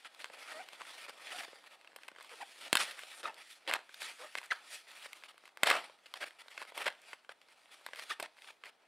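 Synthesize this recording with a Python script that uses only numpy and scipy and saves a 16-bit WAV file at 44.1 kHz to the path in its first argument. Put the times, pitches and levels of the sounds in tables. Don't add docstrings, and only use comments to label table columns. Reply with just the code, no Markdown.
import sys
import numpy as np
from scipy import signal
from scipy.io import wavfile
from scipy.ndimage import uniform_filter1d

SR = 44100
rng = np.random.default_rng(int(sys.argv[2]) if len(sys.argv) > 2 else 0)


def volts(x):
    e = np.asarray(x, float) / 20
    return 10 ** e


def master_out(mix):
    frames = np.transpose(np.atleast_2d(mix))
    ceiling = np.clip(frames, -1, 1)
    pcm = np.round(ceiling * 32767).astype(np.int16)
    wavfile.write(sys.argv[1], SR, pcm)


N = 391166

# time in seconds, pressure in dB, card flex in dB.
GRIP = [(0, -63.5, -4.5), (.3, -75, 7), (.39, -56, -1), (.62, -56, -2), (.68, -62.5, -0.5),
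        (2.151, -71.5, 5), (2.53, -58.5, -9), (2.72, -62, 2.5), (3.7, -87, -15), (4.84, -75, 2),
        (4.91, -60.5, -5.5), (5.14, -62.5, -5.5), (5.55, -80.5, 12), (7.3, -76.5, 1), (7.661, -69, -2.5),
        (8.08, -59.5, -4), (8.249, -75, 4), (8.87, -76.5, 5)]
# peak in seconds, pressure in dB, build-up in seconds, release in seconds,
# card flex in dB.
PULLS = [(.22, -58, 0.066, 0.14, -2.5), (.89, -54, 0.09, 0.15, -5), (1.41, -52.5, 0.27, 0.12, -2),
         (1.6, -64.5, 0.08, 0.16, -1.5), (2.01, -66, 0.046, 0.075, -3), (2.22, -61.5, 0.049, .1, -2),
         (2.38, -55, 0.11, 0.037, -4), (2.419, -50, 0.038, 0.015, -1), (2.808, -40, 0.047, 0.1, -4.5),
         (2.91, -58, .06, 0.081, -3.5), (3.26, -62, 0.059, 0.45, 3.5), (3.508, -61, 0.14, 0.081, -17),
         (3.73, -52.5, 0.067, 0.07, 5), (4.05, -50, 0.092, 0.097, -8), (4.24, -62, 0.42, 0.085, -5.5),
         (4.372, -56, 0.039, 0.16, -4.5), (4.53, -58, 0.023, 0.35, 0), (4.751, -47.5, 0.069, 0.047, -13),
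         (5.46, -64, 0.088, 0.062, -2), (5.69, -37, 0.038, 0.091, 3), (6.22, -60, 0.22, 0.14, -2),
         (6.59, -54.5, 0.11, 0.088, -2.5), (6.85, -50, 0.086, 0.067, 0.5), (7.089, -57, 0.088, 0.062, -3),
         (8.1, -51.5, 0.03, 0.02, -8), (8.21, -60, 0.012, 0.068, 3), (8.45, -60.5, 0.084, 0.095, -6)]
PULL_SPAN_DB = 12
# frequency in Hz, level in dB per Hz.
RUSTLE_COLOUR = [(35, -38), (60, -69), (140, -25.5), (691, -3.5), (1010, -6.5), (1650, 0.5), (2400, 5.5),
                 (4530, -2), (6450, -19), (9610, -17), (15000, -36), (16500, -41)]
# frequency in Hz, width in Hz, level in dB.
CARD_MODES = [(805, 37, -11.5), (920, 140, -0.5), (1305, 184, 6), (1830, 36, 6.5), (2280, 21, -23),
              (3396, 120, 2)]
FIZZ_DB, FIZZ_PER_FLEX, FIZZ_PER_PRESSURE = -6.5, -0.45, -0.068
SURGE_DB = 1.2
# start in seconds, rms level in dB, length in ms, centre in Hz.
PEELS = [(0.045, -53, 34.4, 1820), (0.472, -54, 67, 1800), (0.798, -56.5, 19, 1280), (1.078, -52, 33, 1500),
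         (1.248, -53.5, 96, 2110), (1.3, -58.5, 144, 9300), (1.384, -49, 30, 1770), (2.292, -60, 55, 1440),
         (2.788, -43, 41, 2260), (3.135, -57, 90, 9600), (3.229, -46, 63, 1430), (3.487, -65, 53, 2940),
         (3.676, -41, 33, 2270), (3.721, -46, 17, 1770), (3.744, -42.5, 26, 1250), (4.02, -52.5, 107, 2570),
         (4.18, -58.5, 111, 1290), (4.372, -45.5, 13, 2400), (4.505, -44.5, 33.4, 1570),
         (5.655, -36.5, 29, 3300), (5.68, -41, 29, 1800), (8.469, -57, 46, 1500), (2.785, -45, 59, 6800),
         (8.098, -53, 39, 3000), (3.68, -48, 22, 3400), (1.19, -60, 70, 1180), (5.83, -69, 37, 9030),
         (5.722, -44, 80, 1800), (6.057, -56, 13.5, 2830), (6.154, -51.5, 25, 1760), (6.201, -44, 49, 1850),
         (6.593, -55, 47, 1480), (6.854, -38, 34.8, 1600), (7.291, -57, 37, 1680), (8.06, -80, 35, 2800),
         (8.092, -49, 53, 1650), (8.227, -49.5, 38, 1860)]
# start in seconds, rms level in dB, length in ms.
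SCRAPES = [(0.19, -58, 37), (1.66, -62, 22), (1.7, -64.5, 61), (2.015, -71, 63), (4.2, -66.5, 164),
           (0.329, -58.5, 34), (.72, -62, 48), (0.967, -56.5, 99), (1.431, -54, 23), (2.599, -54, 94),
           (2.61, -61, 10), (3.371, -59, 61), (4, -52.5, 40), (4.429, -59, 40), (4.945, -59.5, 110),
           (5.04, -53, 30), (5.15, -67, 47), (5.281, -58.5, 39), (5.84, -55, 9.1), (6.254, -54.5, 37),
           (2.957, -56.5, 210), (6.8, -48, 35), (6.384, -57, 43), (6.67, -59, 41), (6.74, -51, 70),
           (7.1, -67.5, 52), (7.41, -72.5, 27), (7.48, -70, 57), (7.71, -59, 42), (7.96, -56.5, 71),
           (6.5, -63, 38), (4.87, -63.5, 55), (2.8, -68.5, 124), (5.238, -60.5, 31), (6.8, -51, 30),
           (8.02, -53, 26), (0.31, -74, 190), (3.49, -69.5, 91), (8.638, -57, 69)]
SCRAPE_HZ, SCRAPE_SHEEN, PEEL_SHEEN = 2130, 1, -0.0023

# frequency in Hz, level in dB per Hz.
SNAP_COLOUR = [(71, -38), (120, 5.5), (2150, -2), (3240, -5.5), (3980, -11.5), (4890, -12.5), (6140, -25),
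               (8190, -13), (9660, -20.5), (14300, -22.5), (16500, -61)]
# start in seconds, peak in dB, ring in Hz, length in ms,
# brightness in dB.
BREAKS = [(.244, -18.5, 2900, 0.33, -18), (1.9615, -29.5, 920, 3.9, 36), (2.729, -4.5, 3080, 1.9, 11),
          (2.7537, -6, 2160, 1.45, 24), (2.7703, -11, 3060, 1.76, 14), (2.909, -30, 2180, 11, 29),
          (3.6764, -22, 1290, 2.4, -33), (3.7128, -13.5, 2200, 0.73, -22), (3.7375, -9, 1960, 1.1, 3),
          (4.3533, -16, 2070, 0.14, -28), (4.385, -21.5, 2420, 1.3, -20), (5.573, -26.5, 1770, 0.28, -5),
          (5.6328, -5, 1800, 3.3, -5), (5.6695, -13.5, 1320, 5.9, 1), (5.701, -6, 2050, 1.4, -6),
          (5.711, -9.5, 1360, 1.3, -38), (6.1392, -24.5, 2780, 1.6, -13), (6.777, -22, 1120, 2.5, 0),
          (6.866, -15, 1830, 2.4, -34), (6.8788, -15.5, 1840, 4.1, -29), (7.1312, -27.5, 1580, 4.6, -20),
          (7.9955, -21.5, 1980, 0.31, -5), (8.1986, -21.5, 714, 6.6, 0), (8.2261, -25, 766, 3.6, 6)]
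# start in seconds, peak in dB, ring in Hz.
TICKS = [(0.147, -40, 3480), (.6873, -31, 2980), (0.8703, -38.5, 1570), (1.0946, -30, 715),
         (2.0813, -32.5, 3000), (2.227, -40, 9250), (2.246, -37, 1570), (2.992, -29, 2060),
         (3.3433, -37, 4444), (3.6955, -38, 1230), (3.943, -31.5, 3680), (4.019, -24.5, 1660),
         (4.415, -33, 1030), (5.131, -29, 2600), (5.3793, -39, 1270), (5.455, -39.5, 1900),
         (5.477, -38.5, 1370), (7.8639, -24, 1860), (7.959, -31.5, 2640), (8.3686, -44, 1570),
         (8.3878, -39.5, 2470), (8.4208, -36, 2890), (8.657, -35, 2280), (8.6931, -52, 2470)]
TICK_MS, TICK_BRIGHT_DB = 1.76, -0.5
# start in seconds, peak in dB, ring in Hz.
POPS = [(0.299, -39.5, 670), (0.809, -30, 1160), (0.8166, -28, 1490), (1.481, -39.5, 493),
        (1.5302, -39.5, 604), (1.874, -39, 2150), (2.1155, -42.5, 604), (2.161, -36.5, 1520),
        (2.1843, -37.5, 1470), (3.0337, -33, 2340), (3.2305, -32, 3240), (3.8924, -39.5, 1230),
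        (4.9334, -48, 686), (5.059, -32, 600), (5.224, -45, 1660), (5.2368, -39, 2420),
        (5.725, -19.5, 1230), (5.897, -39.5, 950), (6.7205, -35, 895), (7.247, -44, 1790),
        (7.2923, -30.5, 1520), (7.887, -36, 1060), (7.9334, -29, 1753), (8.259, -33.5, 1970),
        (8.637, -31, 2120), (6.46, -47, 910), (6.4824, -35.5, 3060), (6.577, -27.5, 1980)]
POP_MS, POP_BRIGHT_DB = 3.2, -33
# start in seconds, peak in dB, ring in Hz.
CRACKLES = [(0.056, -35, 1380), (0.2027, -32, 1510), (0.258, -33, 1660), (0.3388, -41, 930),
            (0.7324, -32, 1870), (0.823, -39, 2990), (0.853, -40, 2820), (1.0649, -37, 1510),
            (1.6402, -40.5, 1310), (1.8125, -41, 2500), (1.8468, -39, 2080), (1.8521, -49, 1530),
            (1.9185, -47, 1420), (1.9316, -43, 710), (1.9874, -39.5, 1360), (2.0342, -33, 1440),
            (2.0852, -28.5, 1570), (2.101, -55, 1510), (2.15, -45, 1420), (2.2008, -36, 1550),
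            (2.2092, -34.5, 1100), (2.214, -39, 2110), (2.294, -35, 3530), (2.559, -43, 970),
            (2.6154, -41, 2480), (3.14, -38, 1550), (3.2957, -33, 900), (3.367, -44, 2390),
            (3.6672, -38, 2000), (3.7907, -34, 1740), (4.4308, -35, 1870), (4.459, -39, 8530),
            (4.5888, -40, 2410), (4.8708, -44, 2450), (4.9713, -40, 1960), (5.2597, -44, 2040),
            (5.3432, -47, 710), (5.4385, -42, 700), (5.4907, -45, 2130), (5.9891, -49, 3100),
            (6.3079, -38, 1850), (6.5435, -43, 3360), (6.6172, -28.5, 1030), (6.6253, -27.5, 1200),
            (6.651, -40, 1490), (6.671, -50, 2110), (6.8437, -31, 7500), (6.9025, -31, 1790),
            (6.9256, -38, 1100), (6.951, -44, 2480), (7.0179, -43, 8600), (7.4155, -41.5, 1780),
            (7.4865, -43, 1180), (7.6577, -43.5, 2110), (7.6926, -49, 1340), (7.8123, -45, 1420),
            (7.9113, -46, 1490), (7.9488, -35, 1870), (7.991, -30, 2220), (8.0668, -43, 3170)]
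CRACKLE_MS, CRACKLE_BRIGHT_DB = 0.99, -15
# start in seconds, peak in dB, ring in Hz, length in ms.
CRUNCHES = [(2.7607, -21, 1500, 0.67), (2.7765, -17, 3200, 0.77), (2.8005, -33, 2000, 1.3),
            (2.8065, -21, 1100, 1.6), (2.812, -24, 2900, 1.7), (3.6935, -27, 3300, 1.3),
            (3.698, -28, 1300, 1.8), (3.7246, -24, 1300, 0.89), (3.7308, -21, 2000, 1.3),
            (3.749, -22, 1300, 1), (3.7537, -28, 1700, 1.2), (3.756, -23.5, 1400, 1.3),
            (3.761, -34, 1100, 1.7), (5.6436, -22, 1300, 1.7), (5.6745, -14, 2600, 1),
            (5.685, -21, 1700, 2), (5.694, -21, 1800, 3), (5.7039, -6.5, 2480, 0.71),
            (5.7133, -11, 2060, 4.7), (5.7286, -22, 1500, 1.7), (5.74, -19, 1600, 1.5),
            (5.7528, -20, 1400, 2.3), (5.767, -22, 2000, 1.5), (8.383, -43, 2000, 1), (8.444, -40, 2400, 3),
            (8.486, -42, 1500, 3), (8.503, -44, 1100, 2.3), (8.667, -36, 2090, 1.3),
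            (3.7378, -12.5, 1970, 0.65), (5.2372, -29.5, 2430, .3), (5.1311, -29.5, 3170, .3),
            (2.771, -15, 3100, 1.8)]
CRUNCH_BRIGHT_DB = -25
# start in seconds, peak in dB.
THUMPS = [
    (2.729, -5.5),
    (2.754, -16),
    (5.633, -11),
    (8.194, -41),
]

# time in seconds, slip rate in Hz, level in dB.
SQUEAKS = [
    [(.533, 590, -53), (.585, 650, -52), (.607, 780, -48), (.632, 640, -56)],
    [(1.33, 660, -55), (1.35, 740, -52), (1.375, 700, -54)],
    [(1.4, 830, -49), (1.425, 588, -55)],
    [(2.31, 520, -59), (2.35, 430, -59)],
    [(2.398, 600, -54), (2.417, 1000, -47), (2.431, 740, -45), (2.443, 950, -56)],
    [(3.248, 1240, -52), (3.257, 1257, -35), (3.268, 1198, -52), (3.29, 1264, -50)],
    [(3.275, 913, -51), (3.295, 890, -48.5), (3.312, 860, -54)],
    [(4.185, 460, -59), (4.225, 520, -57), (4.245, 640, -52), (4.27, 520, -58)],
    [(4.501, 1927, -45), (4.512, 2030, -34), (4.516, 1786, -36), (4.521, 1430, -27), (4.535, 670, -68)],
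    [(6.22, 1620, -53), (6.232, 1633, -38.5), (6.24, 1550, -47)],
    [(8.102, 1045, -52), (8.112, 1220, -36), (8.116, 1340, -30)],
    [(8.115, 1730, -37), (8.121, 1830, -36.5), (8.127, 1870, -53)],
]
# multiple of the slip rate, level in dB.
SQUEAK_ORDERS = [(1, 0), (2, -5), (3, -2), (4, -18)]

# frequency in Hz, time to fall 60 dB in seconds.
ROOM_DECAY = [(150, 0.049), (1000, 0.28), (4000, 0.23), (12000, 0.12)]
# frequency in Hz, level in dB per Hz.
HUSH_COLOUR = [(18, -73.5), (30, -16), (112, -23.5), (212, -10.5), (340, -6), (752, -5), (1240, -7.5),
               (12700, -31.5), (16500, -31.5)]
HUSH_DB = -75.5
# frequency in Hz, left-right likeness from 0 to 1.
HUSH_SAME = [(60, 0.09), (200, 0.65), (800, 0.35), (8000, 0.51)]
# frequency in Hz, left-right difference re their sum in
# dB.
SIDE_FLUTTER = [(60, -30), (200, -27), (1000, -32), (2000, -25), (4000, -20), (8000, -23), (12000, -17)]


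def evened(x):
    return x / np.sqrt(np.mean(x ** 2) + 1e-20)


def read(points, hz):
    f, value = np.transpose(points)
    return np.interp(np.log(hz + 1), np.log(f + 1), value)


def add(mix, s, sound):
    part = mix[round(s * SR):][:len(sound)]
    part += sound[:len(part)]


def causal(points, size=1024):
    gain_db = read(points, abs(np.fft.fftfreq(4 * size, 1 / SR)))
    log_gain = np.log(volts(np.maximum(gain_db, -100)))
    phase = -signal.hilbert(log_gain).imag
    return np.fft.ifft(np.exp(log_gain + 1j * phase)).real[:size]


def resonate(x, hz, width):
    return signal.lfilter(*signal.iirpeak(np.clip(hz, 50, 20000), hz / width, SR), x)


def drift(size):
    return evened(uniform_filter1d(uniform_filter1d(rng.standard_normal(N), size), size))


def hands(t):
    s, grip_db, grip_flex_db = np.transpose(GRIP)
    peak, db, rise, fall, flex_db = np.transpose(PULLS)[:, :, None]
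    before = (peak - t) / np.maximum(rise, .005)
    after = (t - peak) / np.maximum(fall, .005)
    away = np.maximum(before, after)
    grip = volts(2 * np.interp(t, s, grip_db))
    pulls = volts(2 * (db - PULL_SPAN_DB * away))
    total = grip + pulls.sum(0)
    flex = (grip * np.interp(t, s, grip_flex_db) + (pulls * flex_db).sum(0)) / total
    return 10 * np.log10(total), flex


def rubbed_card(slips_per_s=6000, spread_db=2.0, hiss=0.95, clump_db=1.04, patchy_db=2.0):
    sizes = volts(spread_db * np.minimum(rng.exponential(1, N), 4.))
    slips = sizes * (rng.random(N) < slips_per_s / SR)
    drive = evened(slips * rng.choice([-1., 1.], N)) + hiss * rng.standard_normal(N)
    drive = evened(drive * volts(clump_db * drift(size=70) + SURGE_DB * drift(size=700)))
    hz, t, z = signal.stft(drive, SR, nperseg=256, noverlap=192)
    pressure_db, body_db = hands(t)
    fizz_db = FIZZ_DB + FIZZ_PER_FLEX * body_db + FIZZ_PER_PRESSURE * (pressure_db + 60)
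    low = 1 / (1 + (hz / 1150) ** 4)
    high = 1 / (1 + (5200 / (hz + 1)) ** 8)
    tilt_db = np.outer(low, body_db + 12.5) + np.outer(high, fizz_db + 17.0)
    patches = rng.standard_normal((len(t), len(hz)))
    patches = uniform_filter1d(uniform_filter1d(patches, size=36, axis=0), size=2, axis=1)
    z = z * volts(tilt_db + patchy_db * evened(patches).T)
    sheet = signal.istft(z, SR, nperseg=256, noverlap=192)[1][:N]
    colour = causal(RUSTLE_COLOUR)
    sheet = signal.oaconvolve(sheet, colour / np.linalg.norm(colour))[:N]
    sheet = sheet + sum(.5 * volts(db) * resonate(sheet, f, w) for f, w, db in CARD_MODES)
    return sheet, np.interp(np.arange(N) / SR, t, pressure_db)


def rub(focus=0.9):
    sheet, pressure_db = rubbed_card()
    out = sheet * volts(pressure_db - 2.0)
    strokes = [(*row, PEEL_SHEEN) for row in PEELS]
    strokes += [(*row, SCRAPE_HZ, SCRAPE_SHEEN) for row in SCRAPES]
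    for start, db, ms, centre_hz, sheen in strokes:
        part = sheet[round(start * SR):][:round(ms * SR / 1000)]
        part = part + sheen * np.diff(part, prepend=0)
        part = evened(part) + focus * evened(resonate(part, centre_hz, 0.7 * centre_hz))
        add(out, start, volts(db + 0.96) * evened(part) * signal.windows.tukey(len(part), .35))
    return out


def cracks(sharpness=5.0, bounce_ms=1.9, bounce=.35, tail_db=-20, tail_ms=6.0):
    out, size = np.zeros(N), 2200
    t_ms = np.arange(size) / SR * 1000
    colour, lows = causal(SNAP_COLOUR), signal.butter(1, 4500, fs=SR)
    late = round(bounce_ms * SR / 1000)
    rows = BREAKS + [(*r, TICK_MS, TICK_BRIGHT_DB) for r in TICKS]
    rows += [(*r, POP_MS, POP_BRIGHT_DB) for r in POPS]
    rows += [(*r, CRACKLE_MS, CRACKLE_BRIGHT_DB) for r in CRACKLES]
    rows += [(*r, CRUNCH_BRIGHT_DB) for r in CRUNCHES]
    for s, db, hz, ms, bright_db in rows:
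        fade = np.exp(-(t_ms / max(ms, .2)) ** 2) + volts(tail_db) * np.exp(-t_ms / tail_ms)
        splinters = rng.standard_normal(size) * fade * np.minimum(t_ms / .15, 1)
        splinters[2] += sharpness / max(ms, .5)
        splinters[late:] += bounce * splinters[:-late]
        dull = signal.lfilter(*lows, splinters)
        snap = dull + volts(bright_db + 9) * (splinters - dull)
        snap = signal.fftconvolve(snap, colour)[:size]
        snap = signal.lfilter(*signal.butter(2, 0.41 * hz, "high", fs=SR), snap)
        snap = evened(snap) + .8 * evened(resonate(dull, hz, .4 * hz))
        bubble = evened(resonate(splinters, 7160, 3200))
        snap = snap + volts(db - 6.0) * bubble
        add(out, s, volts(db - 4.5) * snap / abs(snap).max())
    return out


def thumps(thump_hz=430):
    out, t_ms = np.zeros(N), np.arange(2200) / SR * 1000
    u = thump_hz * 2 * np.pi * t_ms / 1000
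    for s, db in THUMPS:
        add(out, s, volts(db) * (1 - u) * np.exp(-u) * np.minimum(t_ms / 0.13, 1))
    return out


def squeaks(jitter=.022, flutter_db=2.2, grit=.18, dull_hz=1500):
    out, wobble, flutter, uneven = np.zeros(N), drift(size=50), drift(size=60), drift(size=14)
    for rows in SQUEAKS:
        s, hz, db = np.transpose(rows)
        at = np.arange(round(s[0] * SR), round(s[-1] * SR))
        slip_hz = np.interp(at / SR, s, hz) * (1 + jitter * wobble[at])
        turns = np.cumsum(slip_hz) / SR
        tone = np.zeros(len(at))
        for k, order_db in SQUEAK_ORDERS:
            soft = 1 / (1 + ((k - 1) * slip_hz / dull_hz) ** 2)
            tone += soft * volts(order_db) * np.sin(2 * np.pi * k * turns)
        level = volts(np.interp(at / SR, s, db) + flutter_db * flutter[at])
        level = level * (1 + grit * uneven[at])
        out[at] += np.sqrt(2) * tone * level * signal.windows.tukey(len(at), .4)
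    return signal.sosfilt(signal.butter(4, 320, "high", fs=SR, output="sos"), out)


def room(x, unlike=0.05):
    taps = rng.choice([-1., 1.], (3, SR // 2)) * (rng.random((3, SR // 2)) < .05)
    taps[:, :130] = 0
    hz, t, z = signal.stft(taps[0] + unlike * taps[1:], SR, nperseg=256)
    decay = volts(-60 * t / read(ROOM_DECAY, hz)[:, None])
    tail = signal.istft(z * decay, SR, nperseg=256)[1]
    return signal.fftconvolve(x[None], tail / np.linalg.norm(tail[0]), axes=1)[:, :N]


def hush():
    hz, t, z = signal.stft(rng.standard_normal((2, N)), SR, nperseg=1024)
    same = np.clip(read(HUSH_SAME, hz), 0, 1)[:, None]
    right = same * z[0] + np.sqrt(1 - same ** 2) * z[1]
    z = np.array([z[0], right]) * volts(read(HUSH_COLOUR, hz))[:, None]
    return volts(HUSH_DB) * evened(signal.istft(z, SR, nperseg=1024)[1][:, :N])


def scene():
    pack = rub() + cracks() + thumps() + squeaks()
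    no_bass = signal.butter(2, 140, "high", fs=SR, output="sos")
    pack = signal.sosfilt(no_bass, pack)
    return pack + volts(-16.0) * room(pack) + hush()


def top_cut(x):
    return signal.sosfilt(signal.butter(12, 16800, fs=SR, output="sos"), x)


def record(dry):
    ceiling = .27
    held = dry / (1 + (dry / ceiling) ** 6) ** (1 / 6)
    shade = held.mean(0) * drift(size=50)
    gap = signal.oaconvolve(shade, causal(SIDE_FLUTTER))[:N]
    edge = signal.firwin(255, 15850, window=("kaiser", 3.5), fs=SR)
    mix = signal.oaconvolve(held + np.array([gap, -gap]), edge[None], "same")
    return top_cut(mix)


dry = scene()
out = record(dry)
master_out(out)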